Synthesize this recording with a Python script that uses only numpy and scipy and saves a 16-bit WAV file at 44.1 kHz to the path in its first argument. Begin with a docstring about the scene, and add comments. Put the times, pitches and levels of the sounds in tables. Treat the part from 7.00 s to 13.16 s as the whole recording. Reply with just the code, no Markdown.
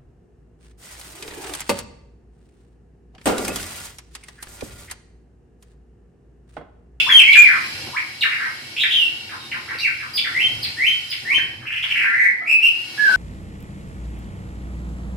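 """A laughingthrush sings in a bamboo cage in a bare, echoing room, over far traffic, hiss and a few knocks.
It opens with loud whistles, then mixes quick slides with chatter; three flick-and-slur pairs follow midway.
More chatter leads to fluttering buzzes, and a low whistle ends the song.
The voice is a nearly pure swept tone, smeared by decaying noise echoes; traffic and hiss are coloured noise,
knocks are short noise bursts, and peaks beyond full scale overload the microphone."""
import sys
import numpy as np
from scipy import signal
from scipy.fft import rfft, irfft
from scipy.io import wavfile
from scipy.ndimage import uniform_filter1d

SR = 44100
rng = np.random.default_rng(int(sys.argv[2]) if len(sys.argv) > 2 else 0)


def pcm_store(signal):
    """Save signal as 16-bit PCM."""
    levels = np.round(np.clip(np.atleast_2d(signal), -1, 1) * 32767)
    wavfile.write(sys.argv[1], SR, levels.astype(np.int16).T)


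N = 271656
TIME = np.arange(N) / SR


def from_db(db):
    """Turns decibels into an amplitude factor."""
    return 10 ** (np.asarray(db) / 20)


def rms_one(x):
    """Scales a sound to an rms of 1."""
    return x / np.sqrt(np.mean(x ** 2) + 1e-20)


def at_hz(points, hz):
    """Reads a table along a log-frequency axis."""
    at, values = np.transpose(points)
    return np.interp(np.log(np.maximum(hz, 1)), np.log(at), values)


def wander(size, hz):
    """Smooth chance of spread near 1 that changes about hz times a second."""
    step = hz / SR
    knots = rng.standard_normal(4096)
    return 1.126 * np.interp(np.arange(size) * step, np.arange(4096), knots)


def add(out, start_s, sound):
    """Mixes a sound into the scene at its time."""
    at = int(round(start_s * SR))
    first, last = max(at, 0), min(at + sound.shape[-1], N)
    out[:, first:last] += sound[..., first - at:last - at]


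def stereo_noise(spectrum, ripple_db=5.0):
    """Diffuse noise of a given colour, finely and randomly uneven across frequency, alike in both channels
    only in the bass."""
    # left-right likeness of the noise: (frequency [Hz], likeness [0-1])
    likeness = [(30, 0.92), (120, 0.9), (300, 0.85), (800, 0.39), (2000, 0), (15000, 0)]
    hz = np.arange(N // 2 + 1) * SR / N
    mid, side = rfft(rng.standard_normal((2, N)))
    alike = np.clip(at_hz(likeness, hz), -1, 1)
    pair = np.sqrt(1 + alike) * mid + np.sqrt(1 - alike) * side * [[1], [-1]]

    low, high = spectrum[0][0], spectrum[-1][0]
    low_skirt = 1 + (low / (hz + 1)) ** 4
    high_skirt = 1 + (hz / high) ** 8
    skirts = 1 / np.sqrt(low_skirt * high_skirt)

    # here wander runs along frequency, fading out toward the bass
    ripple = ripple_db * wander(len(hz), 110) * np.minimum(hz / 2000, 1)
    colour = from_db(at_hz(spectrum, hz) + ripple)
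    return rms_one(irfft(pair * skirts * colour, N))


def background(rumble_db=0.0, murmur_db=1.83, hiss_db=15.5):
    """Far traffic, as rumble and murmur, and a soft hiss: coloured noises, each swelling and sinking."""
    # colour of each layer: (frequency [Hz], relative density [dB per Hz])
    rumble = [(28, -10), (55, -19), (85, 0), (115, -0.5), (135, 4), (165, -9.5)]
    murmur = [(170, -9.5), (237, -1), (275, -5.5), (320, -1), (440, -10.5), (520, -8.5), (730, -11),
              (900, -9.5)]
    hiss = [(400, -7), (900, -10.5), (2200, 7.5), (3600, 5.5), (4400, 4.5), (5200, 5), (6000, -3),
            (7000, -9.5), (8300, -7), (9500, -5.5), (11000, -7), (13000, -17), (15000, -12.5)]
    # course of each layer, before its offset above: (time [s], level [dB])
    rumble_level = [(0.0, -53), (0.05, -45), (0.17, -55), (0.89, -45), (0.98, -55), (3.24, -50),
                    (3.55, -40.5), (3.88, -53), (4.55, -44.5), (5.37, -59.5), (6.14, -49.5), (6.16, -55)]
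    murmur_level = [(0.0, -48), (0.75, -47), (0.89, -42), (0.93, -52.5), (2.68, -50), (2.76, -46),
                    (2.8, -52.5), (2.97, -55), (3.52, -45.5), (4.2, -59), (4.24, -48), (4.6, -51),
                    (4.82, -61.5), (5.01, -51.5), (5.71, -53), (6.16, -45.5)]
    hiss_level = [(0.0, -43), (0.19, -50), (0.81, -47), (1.01, -53), (1.99, -52), (2.35, -54.5),
                  (3.16, -55), (3.31, -51), (4.3, -52.5), (4.48, -58.5), (4.72, -66.5), (4.89, -54.5),
                  (5.47, -69), (5.68, -56.5), (6.04, -48.5), (6.16, -43.5)]
    layers = (
        (rumble, rumble_level, rumble_db),
        (murmur, murmur_level, murmur_db),
        (hiss, hiss_level, hiss_db),
    )
    out = np.zeros((2, N))
    for colour, level, offset_db in layers:
        level_db = np.interp(TIME, *np.transpose(level)) + offset_db
        out += from_db(level_db) * stereo_noise(colour)
    return out


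def knocks():
    """Short, dull bumps: dying noise through a band around the pitch of the struck part."""
    # knocks on perch and cage: (time [s], peak level [dB], pitch [Hz], 60 dB decay time [s])
    bumps = [(0.87, -33.5, 600, 0.28), (2.75, -31.5, 256, 0.068), (4.379, -28, 226, 0.018),
             (6.09, -25.5, 806, 0.37)]
    out, t = np.zeros((2, N)), np.arange(SR // 2) / SR
    for s, level_db, hz, t60 in bumps:
        burst = rng.standard_normal(len(t)) * np.exp(-np.log(1000) * t / t60)
        band = signal.butter(2, [hz / 2, hz * 2], "band", fs=SR, output="sos")
        body = signal.sosfilt(band, burst)
        add(out, s, from_db(level_db) * body / np.max(np.abs(body)))
    return out


def room_response(gap_s=0.0069, early_db=8.5, early_s=0.073):
    """Dense wall echoes, strong at first, each band of noise dying at its own rate."""
    # reverberation of the bare room: (frequency [Hz], 60 dB decay time [s])
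    room_t60 = [(1000, 0.66), (2000, 0.51), (3000, 0.85), (5000, 0.31), (9000, 0.45), (15000, 0.29)]
    t = np.arange(SR) / SR
    edges = np.geomspace(500, 18000, 9)
    out = 0
    for low, high in zip(edges, edges[1:]):
        band = signal.butter(2, [low, high], "band", fs=SR, output="sos")
        noise = signal.sosfilt(band, rng.standard_normal((2, SR)))
        t60 = at_hz(room_t60, np.sqrt(low * high))
        out = out + noise * np.exp(-np.log(1000) * t / t60)
    onset = 1 - np.exp(-(t / gap_s) ** 2)
    return out * onset * from_db(early_db * np.exp(-t / early_s))


def in_room(voice, walls, direct_db=-10.0, echo_db=-2.0):
    """The direct sound plus echoes that carry a set share of the voice's energy in each channel."""
    echoes = signal.fftconvolve(walls, voice[None], axes=1)
    energy_ratio = np.sum(voice ** 2) / np.sum(echoes ** 2, axis=1, keepdims=True)
    echoes *= from_db(echo_db) * np.sqrt(energy_ratio)
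    echoes[:, :len(voice)] += from_db(direct_db) * voice
    return echoes


def glide(rows):
    """Joins the points of a note into one smooth control per column."""
    s, *columns = np.transpose(rows)
    s = np.maximum.accumulate(s)
    t = np.arange(s[0], s[-1] + .002, 1 / SR)
    return [uniform_filter1d(np.interp(t, s, c), size=130, mode="nearest") for c in columns]


def flutter(size, hz, unsteady=0.0033):
    """The fast tremble of the membrane: a sine whose rate strays by the share unsteady."""
    rate = hz * (1 + unsteady * wander(size, 60))
    return np.sin(2 * np.pi * np.cumsum(rate) / SR)


def syrinx(pitch, level_db, jitter=.006, shimmer_db=4.0, edge_s=0.00055, rasp_db=-36.0,
           strain_db=26.0, mellow_db=31.0):
    """A membrane swings almost as a sine; high, strained notes have stronger overtones, low ones almost none."""
    # how strongly an overtone leaves the beak, before strain: (frequency [Hz], level [dB])
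    beak = [(3000, -38), (4200, -28), (5400, -27.5), (6500, -30.5), (9500, -34), (12000, -38.5),
            (14500, -32.5)]
    size = len(pitch)
    pitch = pitch * (1 + jitter * wander(size, 492.1))
    phase = 2 * np.pi * np.cumsum(pitch) / SR

    strained = strain_db * np.clip(np.log2(pitch / 3200), 0, 1)
    mellowed = mellow_db * np.minimum(np.log2(pitch / 2600), 0)
    tone = np.sin(phase)
    for k in np.arange(2, 6):
        overtone_db = at_hz(beak, k * pitch) + strained + mellowed
        tone += from_db(overtone_db) * np.sin(k * phase) * (k * pitch < SR / 2)
    # breathy noise, strongest in the bass
    tone += from_db(rasp_db) * signal.lfilter([1], [1, -.6], rng.standard_normal(size))

    t = np.arange(size) / SR
    edges = np.clip(np.minimum(t, t[-1] - t) / edge_s, 0, 1)
    gate = np.sin(np.pi / 2 * edges) ** 2
    shimmer = shimmer_db * wander(size, 204)
    return np.sqrt(2) * tone * gate * from_db(level_db + shimmer)


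def chat(length_s, foot_hz, top_hz, level_db, depth_hz=280.0, foot_db=-3.5):
    """One rough note that shoots up and falls back, loudest at its top."""
    arch = np.sin(np.linspace(0, np.pi, int(length_s * SR)))
    pitch = foot_hz + (top_hz - foot_hz) * arch + depth_hz * flutter(len(arch), 260.0)
    return syrinx(pitch, level_db + foot_db * (1 - arch), jitter=0.0367)


def buzz(rows, throb_db=0.5):
    """Pitch and strength tremble together, which spreads the note into side tones."""
    pitch, level_db, depth_hz = glide(rows)
    tremble = flutter(len(pitch), 198.0)
    return syrinx(pitch + depth_hz * tremble, level_db + throb_db * tremble, jitter=0.015, rasp_db=-38.5)


def whistle(pitch, level_db, hoarse=0.0, flick_jitter=0.041, hoarse_jitter=0.052, depth_hz=324.0, rate_hz=170.0):
    """A sliding note: clean when held, uneven in the fastest flicks, hoarse when its pitch shakes widely."""
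    octaves_per_s = np.abs(np.gradient(np.log2(pitch))) * SR
    haste = np.clip(octaves_per_s / 50, 0, 1) ** 2
    jitter = 0.0014 + np.maximum(flick_jitter * haste, hoarse * hoarse_jitter)
    shake = hoarse * depth_hz * flutter(len(pitch), rate_hz, unsteady=0.252)
    return syrinx(pitch + shake, level_db, jitter=jitter)


def slide(length_s, from_hz, to_hz, level_db, hoarse, sag=0.25,
          throat_hz=2506, throat_octaves=0.9, off_throat_db=19.5):
    """One sweep, slower at its low end and loudest where it crosses the throat resonance."""
    along = np.linspace(0, 1, int(length_s * SR))
    octaves = np.log2(to_hz / from_hz)
    # the sweep hangs below an even glide
    hang = sag * abs(octaves) * 2 * along * (1 - along)
    pitch = from_hz * 2 ** (octaves * along - hang)
    in_tune = np.exp(-(np.log2(pitch / throat_hz) / throat_octaves) ** 2)
    return whistle(pitch, level_db - off_throat_db * (1 - in_tune), hoarse)


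def flick(hold_s, level_db):
    """A thin high note swells, then plunges and fades."""
    top_hz, end_hz, drop_s = 4885, 2012, 0.02
    swell_db, fade_db, hoarseness = 15, 7, 0.3
    t = np.arange(int((hold_s + drop_s) * SR)) / SR
    swell = np.minimum(t / hold_s - 1, 0)
    drop = np.maximum(t - hold_s, 0) / drop_s
    pitch = top_hz * (end_hz / top_hz) ** drop
    return whistle(pitch, level_db + swell_db * swell - fade_db * drop, hoarseness)


def slur(climb_s, hold_s, top_hz, level_db):
    """A clean note that climbs steadily, leaps to its top and stays there."""
    foot_hz, attack_s, attack_db = 1743, 0.036, 9.5
    leap, leap_power = 0.42, 7  # share of the climb left to a final leap, and how late it comes
    t = np.arange(int((climb_s + hold_s) * SR)) / SR
    along = np.minimum(t / climb_s, 1)
    height = (1 - leap) * along + leap * along ** leap_power
    attack = attack_db * np.minimum(t / attack_s - 1, 0)
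    return whistle(foot_hz + (top_hz - foot_hz) * height, level_db + attack)


def bird():
    """All the notes of the song, each sounding in the room; their levels are those before the room."""
    # whistles, one curve each: (time [s], pitch [Hz], level [dB])
    whistles = [
        [(-0.05, 2095, -11), (0.0, 3533, -12), (0.05, 3440, -45), (0.10, 3410, -13), (0.125, 3221, -2.5),
         (0.165, 3143, -7), (0.18, 3087, -1), (0.195, 2723, -5.5), (0.21, 2257, -8)],
        [(0.232, 2067, -11), (0.30, 2264, -8), (0.338, 2388, -3.5), (0.385, 2424, -4.5), (0.438, 2382, -7.5),
         (0.455, 2166, -7.5), (0.472, 1940, -14)],
        [(1.945, 3287, -11), (1.96, 3165, -12), (1.99, 2956, -13.5), (2.02, 2755, -14.5), (2.065, 2684, -24.5)],
        [(2.797, 2197, -19.5), (2.812, 2870, -22), (2.837, 2700, -15.5), (2.86, 2033, -8.5), (2.885, 1440, -30)],
        [(5.977, 1653, -18), (5.99, 1703, -13.5), (6.04, 1695, -15), (6.065, 1568, -8.5), (6.12, 1500, -14),
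         (6.17, 1533, -7)],
    ]
    # a faint thin tone: (time [s], pitch [Hz], level [dB])
    far_whistle = [(2.15, 3770, -49), (2.5, 3700, -44), (2.7, 3723, -60)]
    # buzzy notes, one curve each: (time [s], pitch [Hz], level [dB], flutter depth [Hz])
    buzzes = [
        [(5.055, 1790, -17, 230), (5.125, 1790, -16, 230), (5.165, 1960, -16, 220), (5.225, 2010, -10.5, 160),
         (5.27, 2000, -15, 160), (5.315, 1850, -24, 190)],
        [(5.455, 2137, -20.5, 120), (5.48, 2484, -17, 157), (5.505, 2617, -8.5, 80), (5.535, 2597, -11.5, 60),
         (5.56, 2520, -53, 60)],
        [(5.605, 2293, -22.5, 119), (5.627, 2773, -11, 126), (5.66, 2770, -11.5, 90), (5.70, 2627, -25, 110)],
    ]
    # quick slides: (time [s], length [s], from [Hz], to [Hz], level at the throat resonance [dB],
    # hoarseness [about 0-1])
    slides = [ (0.064, 0.039, 930, 2340, -6.5, 0.14), (0.32, 0.058, 4700, 1342, -8, 0.43),
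              (0.474, 0.099, 2000, 1457, -15, 1.0), (0.93, 0.044, 908, 2396, -11, 0.14),
              (1.208, 0.049, 4500, 1395, -9, 0.57), (1.379, 0.034, 2100, 1456, -20, 1.11),
              (1.823, 0.023, 3304, 1893, -14.5, 0.81), (2.291, 0.059, 2092, 1174, -22, 1),
              (2.515, 0.055, 2544, 1207, -19.5, 1.02), (2.712, 0.037, 1612, 2710, -25, 0.85),
              (2.786, 0.027, 4010, 6000, -12, 1.12), (3.0, 0.055, 2305, 1166, -20, 0.77),
              (3.241, 0.04, 2235, 1470, -16.5, 0.74), (4.314, 0.023, 1163, 1060, -19, 0.18),
              (4.366, 0.025, 3130, 1536, -15.5, 0.1), (4.616, 0.022, 1890, 1113, -23, 0.3),
              (5.405, 0.028, 1200, 1410, -25.5, 0.1), (5.415, 0.018, 706, 700, -21, 0.04), ]
    # rising slurs: (time [s], climb [s], hold [s], top [Hz], level after the attack [dB])
    slurs = [(3.328, 0.087, 0.04, 3138, -14.5), (3.77, 0.1, 0.033, 3115, -14),
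             (4.251, 0.094, 0.024, 3103, -14)]
    # high flicks, one before each slur: (time [s], hold [s], level at the top of the swell [dB])
    flicks = [(3.135, 0.033, -12.5), (3.619, 0.014, -16), (4.094, 0.015, -15.5)]
    # chatter, quick rasping arches: (time [s], length [s], foot [Hz], top [Hz], level at the top [dB])
    chatter = [ (1.299, 0.057, 1400, 2200, -20), (1.401, 0.065, 1524, 1929, -20.5),
               (1.765, 0.0276, 2383, 3246, -16.5), (1.79, 0.04, 2730, 3600, -14),
               (1.9, 0.049, 2715, 3450, -13.5), (2.681, 0.035, 1245, 2006, -20.5),
               (4.653, 0.036, 1594, 2612, -24), (4.704, 0.04, 1654, 2700, -20.5),
               (4.758, 0.029, 1680, 3050, -20), (4.819, 0.022, 1510, 3200, -17),
               (4.889, 0.033, 1610, 2950, -17), (4.953, 0.048, 1673, 2550, -16.5),
               (5.011, 0.036, 1518, 2420, -17.5), ]

    out, walls = np.zeros((2, N)), room_response()
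    for rows in whistles + [far_whistle]:
        add(out, rows[0][0], in_room(whistle(*glide(rows)), walls))
    for rows in buzzes:
        add(out, rows[0][0], in_room(buzz(rows), walls))
    for voice, notes in ((slide, slides), (slur, slurs), (flick, flicks), (chat, chatter)):
        for s, *shape in notes:
            add(out, s, in_room(voice(*shape), walls))
    return out


def scene():
    """The song over the quiet room."""
    return background() + knocks() + bird()


def record(dry, ceiling=1.0):
    """The microphone overloads: peaks beyond the ceiling are clipped, then a steep filter cuts the top."""
    clipped = np.clip(dry, -ceiling, ceiling)
    top_cut = signal.ellip(10, .1, 70, 15250, fs=SR, output="sos")  # low-pass at 15250 Hz
    return signal.sosfilt(top_cut, clipped)


dry = scene()
out = record(dry)
pcm_store(out)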